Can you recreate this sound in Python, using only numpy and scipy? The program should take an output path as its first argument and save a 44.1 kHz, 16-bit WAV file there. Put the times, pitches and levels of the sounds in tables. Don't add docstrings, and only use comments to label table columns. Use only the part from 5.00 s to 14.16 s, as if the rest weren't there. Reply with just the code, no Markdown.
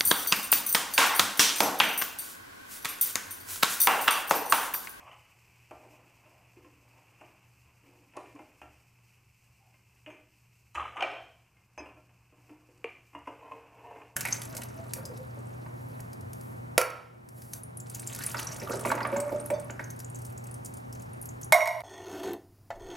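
import sys
import numpy as np
from scipy import signal
from scipy.fft import rfft, irfft, next_fast_len
from scipy.io import wavfile

SR = 44100
rng = np.random.default_rng(int(sys.argv[2]) if len(sys.argv) > 2 else 0)


def wrap_up_sound(samples):
    columns = np.atleast_2d(samples).T
    tamed = np.clip(columns, -1, 1)
    steps = np.round(tamed * 32767).astype(np.int16)
    wavfile.write(sys.argv[1], SR, steps)


def volts_from_decibels(level):
    exponent = np.asarray(level, float) / 20
    return 10 ** exponent


N = 403956

# (frequency [Hz], level [dB], decay t60 [s])
PAN_MODES = [(287, -15, 0.63), (303.9, 2, 0.29), (360.6, -4, 0.47), (490.5, -6.5, 0.2), (619.5, -5, 0.24),
             (716, -10.5, 0.19), (784, -13, 0.29), (813, -9, 0.12), (921, 0, 0.058), (1056, -3.5, 0.15),
             (1357, -10.5, 0.16), (1820, -14, 0.23), (2117, -3.5, 0.09), (2363, -1, 0.11),
             (2510, 5.5, 0.057), (2575, -2, 0.047), (2738, -2, 0.067), (2930, -8, 0.069), (5500, -4, 0.011),
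             (6350, -7, 0.03)]
# (frequency [Hz], level [dB], decay t60 [s])
HANDLE_MODES = [(843, -9, 0.15), (1054, -5, 0.067), (1167, 4, 0.044), (1230, -3.5, 0.08), (1280, -3, 0.088),
                (1410, -26, .05), (1840, -20, .04), (2340, 7.5, 0.035), (2696, 7, 0.03), (2980, 2, 0.04),
                (6250, 6, 0.03), (4000, 6, 0.025)]
# (lower edge [Hz], upper edge [Hz])
COLOUR_EDGES_HZ = [
    (230, 557),
    (500, 1136),
    (1500, 3320),
    (4400, 21000),
]
TICK_LOW_HZ = 3700


def pan_knocks():
    # (time [s], strength [dB], flatness: more boom [dB], edge: more ring and tick
    # [dB])
    knocks = [(0.71, -38, -9.5, -10.5), (1.645, -57, 4, -3), (2.211, -45, -3.5, -11), (3.136, -59, 5, 2),
              (3.169, -38, 3, -10), (3.361, -48, -7, -10.5), (3.391, -47, -26, -7.5),
              (3.616, -42.5, -5, -4), (5.062, -52, -15, 5.5), (5.075, -49.5, 0, -6), (5.09, -56, -3, -2),
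              (5.103, -51, -4, 1), (5.124, -60, -4, -3), (5.149, -58, -13, -5), (5.158, -64, -15, -7),
              (6.567, -70.5, -2, 7.5), (6.777, -38, -7.5, -7), (6.802, -49, 4, -1), (6.859, -45.5, -3, -8),
              (6.889, -50, -14, -7.5), (7.494, -55, -6, -4),
              (0.866, -67.5, 14.5, -10), (1.26, -56.5, -9, -14), (1.569, -67, 13, 3.5), (1.963, -76, -6, 4),
              (2.834, -73.5, 14.5, 11), (3.258, -72, 1, 19.5), (4.741, -64.5, -4.5, 2),
              (6.966, -52, -10, -33), (7.093, -63, -2, -1), (7.323, -61, 3, -8), (7.685, -72.5, 15, -5),
              (7.777, -85, 19, 11)]
    hits = on_pan(knocks, tick_db=-19.0, tick_per_edge=0.56)
    return struck(hits, PAN_MODES, mode_db=-10.5, uneven_db=4.0,
                  crack_db=[-5.0, -4.5, -5.0, 1.0], snap=6.3)


def wall_taps():
    # (time [s], strength [dB], flatness [dB], edge [dB])
    taps = [(8.131, -53, -6, -4), (8.149, -38.5, -8, -9), (8.257, -70, -5, 16),
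            (8.272, -30.5, -11.5, -12.5), (8.382, -68, 5, -11), (8.517, -50, -1, -2),
            (8.725, -57, -12, -23), (8.773, -56, 1, -16), (8.909, -48, -10, -12), (8.959, -46, -9, -8),
            (9.016, -48, -13, -7.5)]
    # (frequency [Hz], level [dB], decay t60 [s])
    wall_modes = [(299.6, -1.5, 0.45), (334, -9, 0.36), (458, 0.5, 0.14), (552, -18, 0.18),
                  (603, -20, 0.25), (720, -12, 0.065), (860, -14, .04), (980, 0, 0.038), (1070, -2, 0.043),
                  (1250, -14, 0.055), (2097, 1.8, 0.049), (2504, 2.5, 0.032), (2840, -2.5, 0.061),
                  (6240, -11, 0.03)]
    hits = on_pan(taps, tick_db=-19.0, tick_per_edge=0.77)
    return struck(hits, wall_modes, mode_db=-5.5, uneven_db=3.5,
                  crack_db=[-8.5, -5.5, -5.5, 1.0], contact_s=0.001, rattle_db=3.0)


def rim_blow():
    # (time [s], strength [dB], flatness [dB], edge [dB])
    blow = [
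        (7.843, -45.5, 2, 10),
    ]
    # (frequency [Hz], level [dB], decay t60 [s])
    rim_modes = [(394, 0, 0.067), (480, -2.5, .25), (620, -3, .05), (781, -13, .05), (915, 1, .06),
                 (1440, -14, .03), (1825, -19, .02), (2143, 2, 0.019), (2390, 8, 0.018), (2700, 4.5, 0.016),
                 (2880, -17, .012), (4400, -4, 0.009), (4980, -14, .004), (6700, -4, .008)]
    hits = on_pan(blow, tick_db=-4.5, tick_per_edge=0.89)
    return struck(hits, rim_modes, mode_db=-5.0, uneven_db=2.5,
                  crack_db=[-3.5, 4.5, -19.0, -14.0], snap=1.5, rattle_db=4.0)


def handle_clanks():
    # (time [s], strength [dB], edge: more ring [dB], hardness: more tick [dB])
    clanks = [(0.076, -41, -5, -33), (0.113, -43.5, -2, -29), (5.745, -41, -8, -7), (5.75, -29.5, -4, -20),
              (5.755, -31, -3.5, -24), (5.766, -35, -14, -35), (5.774, -26, -24, -35),
              (5.781, -29, -16, -27), (5.796, -28, -3.5, -34), (5.804, -29.5, -14, -29),
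              (5.812, -34, -12, -33), (5.824, -37, -6, -36), (5.832, -38, -6, -30), (5.842, -42, -2, -30),
              (5.852, -31, -9, -31), (5.86, -40, -10, -30), (5.877, -37, -9, -26), (5.886, -39.5, -7, -28),
              (5.932, -42, -4, -30), (5.959, -36.5, -8, -22), (5.967, -28.5, -6, -31),
              (5.972, -25.5, -14, -36), (5.98, -28, -12, -42), (5.991, -32, -16, -37),
              (5.995, -29, -17, -35)]
    return struck(off_pan(clanks, boom_db=-14.5), HANDLE_MODES, mode_db=-15.0, uneven_db=4.5,
                  crack_db=[-12.5, -17.5, -8.5, -3.5], contact_s=0.00094, rattle_db=1.0)


def tray_clatter():
    # (time [s], strength [dB], edge [dB], hardness [dB])
    clatter = [(6.002, -37.5, -2, -20), (6.006, -30.5, 4.5, -12), (6.02, -37.5, 7, -18),
               (6.023, -28, 3.5, -9), (6.032, -40, 10.5, -18), (6.049, -43, 6, -16), (6.06, -43, -2, -22),
               (6.068, -44, 5, -22), (6.08, -46.5, 4, -18), (6.098, -43, 6, -22), (6.114, -38.5, -3, -13),
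               (6.124, -42, 3, -22), (6.15, -45, 6, -25), (6.163, -40, -2, -27), (6.18, -46, -1, -27),
               (6.195, -48.5, -4, -27)]
    # (frequency [Hz], level [dB], decay t60 [s])
    tray_modes = [(300, -3, .15), (354, 1, 0.093), (411, 8, 0.065), (613, -19, 0.25), (678, -1, 0.095),
                  (703, -1.5, 0.21), (736, 2.5, 0.091), (794, -10, 0.089), (928, -11, 0.086),
                  (1050, -3, 0.075), (1274, -8, 0.41), (1536, -15, 0.1), (2390, -4, 0.16), (2314, -8, 0.15),
                  (2440, 0, 0.1), (2600, -4.5, 0.11), (2760, -3, 0.08), (2926, -6.5, 0.045),
                  (3140, 4, 0.031), (3320, -2, 0.039), (3380, -9, 0.067), (3780, 4.5, 0.025),
                  (4080, 4, .02), (4350, 6.5, 0.027), (4750, 3.5, 0.014), (5370, 3, 0.013),
                  (6460, 1.5, 0.026), (7640, -5, .02)]
    return struck(off_pan(clatter, boom_db=-9.0), tray_modes, mode_db=-12.5, uneven_db=3.0,
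                  crack_db=[-11.0, -5.5, -11.0, -12.0], contact_s=0.001, rattle_db=3.5)


def bare_ticks():
    # (time [s], strength [dB])
    ticks = [
        (3.168, -41.5),
        (3.352, -56),
        (7.777, -60),
        (8.19, -58),
    ]
    s, db = np.transpose(ticks)
    clicks = np.zeros(N)
    clicks[(s * SR).astype(int)] = volts_from_decibels(db)
    burst = dying(clicks, t60=0.023) * rng.standard_normal(N)
    return signal.sosfilt(signal.butter(3, [4300, 9200], "band", fs=SR, output="sos"), burst)


def on_pan(rows, tick_db, tick_per_edge):
    s, db, flat_db, edge_db = np.transpose(sorted(rows))
    return np.transpose([s, db, flat_db, 0 * s, edge_db, tick_db + tick_per_edge * edge_db])


def off_pan(rows, boom_db):
    s, db, edge_db, hard_db = np.transpose(rows)
    return np.transpose([s, db, boom_db + 0 * s, 0 * s, edge_db, hard_db])


def struck(hits, modes, mode_db, uneven_db, crack_db, snap=0, contact_s=None, rattle_db=5):
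    first, last = int(hits[0, 0] * SR), int(hits[-1, 0] * SR)
    span = slice(max(first - 200, 0), min(last + SR // 2, N))
    luck = rng.standard_normal((len(hits), len(modes)))
    *body, tick = cracks(hits, crack_db, span, snap, contact_s or 1e-4)
    low, high = sum(body), tick
    flutter = np.tile(volts_from_decibels(rattle_db * drift(30.7)), 2)
    for k, (hz, db, t60) in enumerate(modes):
        colour = colour_of(hz)
        blows = clicks_at(hits, hits[:, 2 + colour] + db + mode_db + uneven_db * luck[:, k], span)
        if contact_s:
            blows = pressed(blows, hz, contact_s)
        own_flutter = flutter[997 * k:][:len(blows)]
        rung = ring(blows, hz, min(t60, 0.3)) * own_flutter
        if colour == 3:
            high = high + rung
        else:
            low = low + rung
    out = np.zeros(N)
    out[span] += signal.sosfilt(signal.butter(8, 3090, fs=SR, output="sos"), low)
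    out[span] += signal.sosfilt(signal.butter(4, [TICK_LOW_HZ, 11000], "band", fs=SR, output="sos"), high)
    out[span] += volts_from_decibels(-11.0) * tick
    return out


def cracks(hits, crack_db, span, snap, contact_s):
    crack_t60_s = [0.074, 0.067, 0.064, 0.044]
    noise = rng.standard_normal(span.stop - span.start)
    slow = np.exp(-1 / (np.clip(contact_s, 1e-4, .01) * SR))
    out = []
    for k, t60 in enumerate(crack_t60_s):
        blows = clicks_at(hits, hits[:, 2 + k] + crack_db[k], span)
        fade = signal.lfilter([1 - slow], [1, -slow], dying(blows, t60))
        low, high = COLOUR_EDGES_HZ[k]
        out.append(band(fade * noise - snap * blows, k) * np.sqrt(SR / 2 / (high - low)))
    return out


def clicks_at(hits, db, span):
    clicks = np.zeros(span.stop - span.start)
    at = np.round(hits[:, 0] * SR).astype(int) - span.start
    np.add.at(clicks, at, volts_from_decibels(hits[:, 1] + db))
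    return clicks


def pressed(x, hz, contact_s):
    r = np.exp(-1 / (np.clip(contact_s, 1e-4, .01) * SR))
    gain = (1 - r ** 2) / 2
    return signal.lfilter([gain, 0, -gain], [1, -2 * r * np.cos(2 * np.pi * hz / SR), r ** 2], x)


def strokes_of_skimmer():
    # (hardest moment [s], press-in [s], let-go [s], force [dB], flatness: more boom [dB])
    handle_rubs = [
        (0.08, 0.4, 0.11, -44, -33),
        (0.14, .012, 0.49, -63, -13),
    ]
    floor_strokes = [(.75, 0.014, 0.08, -59, 1), (.79, .02, 0.47, -49.5, -5),
                     (1.338, 0.15, 0.16, -53.5, -13.5), (1.58, 0.058, 0.5, -62, 8),
                     (1.988, 0.24, 0.066, -57, -15), (2.082, 0.056, 0.078, -68, -1),
                     (2.85, 0.04, 0.57, -59.5, 4.5), (3.168, 0.022, 0.058, -35, -5),
                     (3.36, 0.015, 0.15, -52.5, 9), (7.376, 0.091, 0.28, -62.5, 1),
                     (7.504, 0.052, 0.091, -56, 7), (7.786, 0.11, 0.034, -64, -23)]
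    wall_strokes = [
        (8.43, 0.057, 0.27, -42.5, -6.5),
        (8.52, 0.022, 0.026, -37.5, -10),
        (8.56, 0.14, 0.09, -44, -1),
    ]
    lift_strokes = [
        (8.73, .05, .08, -52, -11),
        (8.85, 0.25, 0.35, -43.5, -6.5),
        (8.91, .03, .04, -45, -4),
        (8.96, .06, .07, -42.5, -4),
        (9.02, 0.04, 0.11, -47, -7),
    ]
    # (frequency [Hz], level [dB], decay t60 [s])
    dragged_modes = [(291, -6, .07), (455, -2, 0.086), (725, -11, .09), (968, -6, 0.037), (1050, 2, 0.03),
                     (1390, -6, .05), (2160, -12, .02), (2540, -5, .05), (3060, -16, .03)]
    lifted_modes = [(300, -13, .05), (453, -1, .08), (711, -3, 0.11), (915, -10, .03), (966, 0, 0.033),
                    (1070, -1, 0.037), (1830, -8, .06), (2220, -10, .02), (2540, -5, .05),
                    (2700, -3, 0.068), (2880, -7, .06)]
    out = slide(handle_rubs, HANDLE_MODES, edge_db=-9.0, rasp_db=-13.0, damping=0.3, grit_db=-35.0)
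    out += slide(floor_strokes, PAN_MODES, edge_db=-11.5, rasp_db=-3.0, damping=0.38, grit_db=-35.0)
    out += slide(wall_strokes, dragged_modes, edge_db=-11.5, rasp_db=-8.0, damping=1, grit_db=-29.0)
    out += slide(lift_strokes, lifted_modes, edge_db=-13.0, rasp_db=-7.5, damping=1, grit_db=-26.0)
    return out


def slide(strokes, modes, edge_db, rasp_db, damping, grit_db):
    s, press, release, force_db, flat_db = np.transpose(strokes)[:, :, None]
    start, stop = int((s[0, 0] - .15) * SR), int((s[-1, 0] + .6) * SR)
    at = np.arange(max(start, 0), min(stop, N))
    age = at / SR - s
    away = np.maximum(-age / np.maximum(press, .004), age / np.maximum(release, .004))
    force = volts_from_decibels(force_db - 20 * away)
    catches = grains(per_s=2500, spread_db=1.5, size=len(at)) * volts_from_decibels(2.2 * drift(25)[at])
    out = np.zeros(N)
    for k, share_db in enumerate([flat_db, 0, edge_db, grit_db]):
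        mix = volts_from_decibels(rasp_db) * rms_one(band(catches, k))
        if k < 3:
            rung = np.zeros(len(at))
            for hz, db, t60 in modes:
                if colour_of(hz) == k:
                    rung += volts_from_decibels(db) * ring(catches, hz, damping * t60) / np.sqrt(t60)
            mix = mix + rms_one(band(rung, k))
        total_force = np.sqrt(np.sum((force * volts_from_decibels(share_db)) ** 2, axis=0))
        out[at] += volts_from_decibels(-10.5) * total_force * rms_one(mix)
    return out


def lone_rings_and_squeak():
    # (time [s], frequency [Hz], level [dB], decay t60
    # [s])
    lone_rings = [(5.75, 950, -30, .05), (5.754, 2600, -33, .04), (5.766, 1210, -28, .03),
                  (5.7735, 1190, -24, .045), (5.781, 1227, -23, .04), (5.796, 1110, -22, .02),
                  (5.796, 2610, -29, .02), (5.8035, 1190, -25, .05), (5.811, 1250, -29, .05),
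                  (5.824, 1080, -31, .04), (5.852, 1050, -27, .03), (5.856, 1250, -31, .05),
                  (5.877, 1233, -33.5, 0.087), (5.959, 800, -32, .03), (5.967, 1140, -28, .02),
                  (5.972, 1180, -22, .03), (5.979, 1235, -25, .022), (5.991, 1216, -30, .04),
                  (5.994, 1200, -23, .03), (6.005, 947, -26, .04), (6.006, 2700, -28, 0.027),
                  (6.0235, 780, -19, .035), (6.0245, 3000, -25, .02), (6.03, 2390, -25, 0.06),
                  (8.517, 1050, -36, 0.068), (8.519, 2540, -48, .05), (8.15, 289, -42, 0.23),
                  (8.274, 280, -42.5, 0.16), (8.273, 1000, -33, .05), (7.8435, 464, -26, .08),
                  (9.017, 2480, -48, 0.028), (3.169, 1070, -37, .1), (3.171, 600, -34, .09),
                  (3.39, 980, -42, .06), (3.398, 310, -40, .12), (3.617, 2500, -44, .04),
                  (1.645, 520, -52, .15), (1.647, 300, -52, .2),
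                  (.73, 620, -60, 1), (3.15, 980, -51, 0.6), (3.346, 293, -36, 0.14), (3.352, 1061, -49.5, 0.23),
             (5.065, 305, -44.5, 0.27), (5.1, 6440, -68, 0.26), (5.062, 2900, -42, 0.054),
             (5.747, 7130, -52.5, 0.14), (5.757, 74, -38.5, 0.36), (0.71, 73, -60, .6), (3.6, 73, -56, .6),
             (6.2, 73, -55, 0.51), (6.78, 74, -54, 0.7), (8.15, 73, -56, .6), (6.781, 5100, -57, 0.3),
             (6.78, 6245, -54, 0.14), (6.785, 2562, -51, 0.27), (7.495, 305, -47, 0.47)]
    # (frequency [Hz], width [Hz], level [dB])
    squeak = (780, 30, -67)
    # (start [s], end [s])
    squeak_s = (4.59, 4.75)
    t, out = np.arange(N) / SR, np.zeros(N)
    waver_db = 2.5 * drift(31)
    for s, hz, db, t60 in lone_rings:
        at = int(s * SR)
        age = t[:min(SR // 2, N - at)]
        swell = 1 - np.exp(-age * hz / 2)
        height = volts_from_decibels(db - 60 * age / t60 + waver_db[at:at + SR // 2])
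        out[at:at + SR // 2] += height * swell * np.sin(2 * np.pi * hz * age)
    hz, width, db = squeak
    start, end = squeak_s
    swell = np.sin(np.pi * np.clip((t - start) / (end - start), 0, 1))
    return out + volts_from_decibels(db) * swell * resonance(hz, width)


def sizzle():
    # (time [s], level [dB])
    frying = [(0.0, -72), (1.0, -72), (2.0, -74), (2.9, -73.5), (4.0, -73), (5.7, -73), (6.55, -77.5),
              (8.1, -75), (8.62, -77.5), (9.16, -78)]
    # (frequency [Hz], level [dB per Hz])
    fizz_spectrum = [(880, -50), (1500, -19), (1750, -19.5), (1940, -7.5), (2620, 2), (2920, -6),
                     (3050, -10), (3520, -21), (4000, -27), (5200, -32), (8800, -120)]
    # (frequency [Hz], level [dB per Hz])
    hiss_spectrum = [(2290, -57), (3900, -10.5), (4560, -4.5), (4940, -2.5), (6680, -4), (7500, -4),
                     (8320, -3), (9340, -11), (10700, -9), (11900, -6), (13000, -8.5), (14100, -7),
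                     (15500, -13.5)]
    fry_db = level_in_time(frying)
    stirred_db = stirring() + 72
    fizz_db = fry_db + 4 + 0.75 * stirred_db
    hiss_db = fry_db + 0.23 * stirred_db
    bursts_db = 0.61 * drift(10.3)
    fizz = coloured(grains(per_s=5000, spread_db=2.5), fizz_spectrum)
    hiss = coloured(grains(per_s=14000, spread_db=3.0), hiss_spectrum)
    return fizz * volts_from_decibels(fizz_db + bursts_db + 1.0 * drift(25)) + hiss * volts_from_decibels(hiss_db + 2.1 * bursts_db)


def stirring():
    # (time [s], level [dB])
    stirred = [(0.0, -65), (0.19, -70.5), (0.75, -71), (0.87, -71), (1.05, -69), (1.76, -72.5),
               (2.24, -66.5), (2.6, -72.5), (3.2, -72.5), (3.32, -69.5), (3.98, -75), (5.7, -77.5),
               (6.55, -74.5), (7.02, -76), (7.4, -72.5), (8.19, -74), (8.32, -67), (9.05, -61.5)]
    since_last_s = np.maximum(np.arange(N) / SR - stirred[-1][0], 0)
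    return level_in_time(stirred) - 144 * since_last_s


def oil_stir():
    # (frequency [Hz], level [dB per Hz])
    stir_spectrum = [(150, -46), (250, -5.5), (446, -7), (539, -10.5), (828, -6.5), (1030, -4),
                     (1280, -9.5), (1800, -12.5), (2340, -53), (3960, -120)]
    return volts_from_decibels(stirring() + 1.0 * drift(6.2)) * coloured(rng.standard_normal(N), stir_spectrum)


def bass_air():
    # (frequency [Hz], level [dB per Hz])
    air_spectrum = [(15, -49), (30, -21.5), (55, -12), (95, -2), (135, -8.5), (184, -6), (250, -19),
                    (330, -41)]
    return volts_from_decibels(-72.5) * coloured(rng.standard_normal(N), air_spectrum)


def appliance_drone():
    # (frequency [Hz], width [Hz], level [dB])
    drone_resonances = [(71.8, 6.8, -75.5), (118.6, 9.9, -72)]
    drone = sum(volts_from_decibels(db) * resonance(hz, width) for hz, width, db in drone_resonances)
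    return drone + volts_from_decibels(-65.5) * np.sin(2 * np.pi * 119.5 * np.arange(N) / SR)


def kitchen(x):
    # (frequency [Hz], decay t60 [s])
    room_decay = [(150, 0.58), (500, 0.51), (2000, 0.52), (6000, 0.72), (12000, 0.3)]
    t = np.arange(SR) / SR
    hz, t60 = np.transpose(room_decay)
    edges, tail = 50 * 2 ** np.arange(0, 8.6, .5), 0
    for low, high in zip(edges, edges[1:]):
        half_octave = signal.butter(2, [low, high], "band", fs=SR, output="sos")
        noise = signal.sosfilt(half_octave, rng.standard_normal(SR))
        band_t60 = np.interp(np.log(low), np.log(hz), t60)
        treble_db = -3.5 * (low > TICK_LOW_HZ)
        tail = tail + noise * volts_from_decibels(-60 * t / band_t60 + treble_db)
    tail = tail * np.clip((t - .003) / 0.0091, 0, 1)
    return signal.fftconvolve(x, tail / np.sqrt(np.sum(tail ** 2)))[:N]


def rms_one(x):
    return x / np.sqrt(np.mean(x ** 2) + 1e-20)


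def level_in_time(points):
    s, db = np.transpose(points)
    return np.interp(np.arange(N) / SR, s, db)


def coloured(x, spectrum):
    size = next_fast_len(N)
    hz, db = np.transpose(spectrum)
    bins_hz = np.arange(size // 2 + 1) * SR / size
    shape_db = np.interp(np.log(bins_hz + 1), np.log(hz), db)
    return rms_one(irfft(rfft(x, size) * volts_from_decibels(shape_db), size)[:N])


def drift(rate):
    r = np.exp(-80 * np.pi * rate / SR)
    slow = signal.lfilter([1], [1, -2 * r, r * r], rng.standard_normal(N // 40 + 2002))[2000:]
    return np.interp(np.arange(N) / 40, np.arange(len(slow)), rms_one(slow))


def dying(clicks, t60):
    return signal.lfilter([1], [1, -volts_from_decibels(-60 / (t60 * SR))], clicks + 1e-18)


def ring(clicks, hz, t60):
    r, w = volts_from_decibels(-60 / (t60 * SR)), 2 * np.pi * hz / SR
    return signal.lfilter([0, np.sin(w)], [1, -2 * r * np.cos(w), r * r], clicks + 1e-18)


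def resonance(hz, width):
    return rms_one(ring(rng.standard_normal(N), hz, 2.2 / width))


def band(x, k):
    return signal.sosfilt(signal.butter(3, COLOUR_EDGES_HZ[k], "band", fs=SR, output="sos"), x)


def colour_of(hz):
    return np.searchsorted([500, 1500, 3500], hz)


def grains(per_s, spread_db, size=N):
    draw, out = rng.random((size, 3)), np.zeros(size)
    clicked = draw[:, 0] < per_s / SR
    born = draw[clicked]
    size_db = spread_db * np.minimum(-np.log(born[:, 1] + 1e-9), 5)
    out[clicked] = volts_from_decibels(size_db) * np.sign(born[:, 2] - .5)
    return rms_one(out)


def scene():
    metal = pan_knocks() + wall_taps() + handle_clanks() + tray_clatter() + strokes_of_skimmer()
    near = rim_blow() + bare_ticks()
    mic_low_cut = signal.butter(4, 227, "high", fs=SR, output="sos")
    metal, near = signal.sosfilt(mic_low_cut, [metal, near])
    room = volts_from_decibels(-4.5) * kitchen(metal + volts_from_decibels(-2) * near)
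    steady = sizzle() + oil_stir() + bass_air() + appliance_drone()
    mono = metal + near + room + lone_rings_and_squeak() + steady
    return np.array([mono, mono])


def top_cut(x):
    return signal.sosfilt(signal.butter(12, 15680, fs=SR, output="sos"), x)


def record(dry):
    # (frequency [Hz], level [dB per Hz])
    side_spectrum = [(20, -10), (200, -4), (1000, -3.5), (2500, -12), (4000, -0.5), (9000, 3.5),
                     (15400, 2.5), (15500, -60)]
    side = volts_from_decibels(-83) * coloured(rng.standard_normal(N), side_spectrum)
    cut = signal.sosfilt(signal.ellip(12, .5, 60, 15500, fs=SR, output="sos"), dry)
    return top_cut(cut + side * [[1], [-1]])


dry = scene()
out = record(dry)
wrap_up_sound(out)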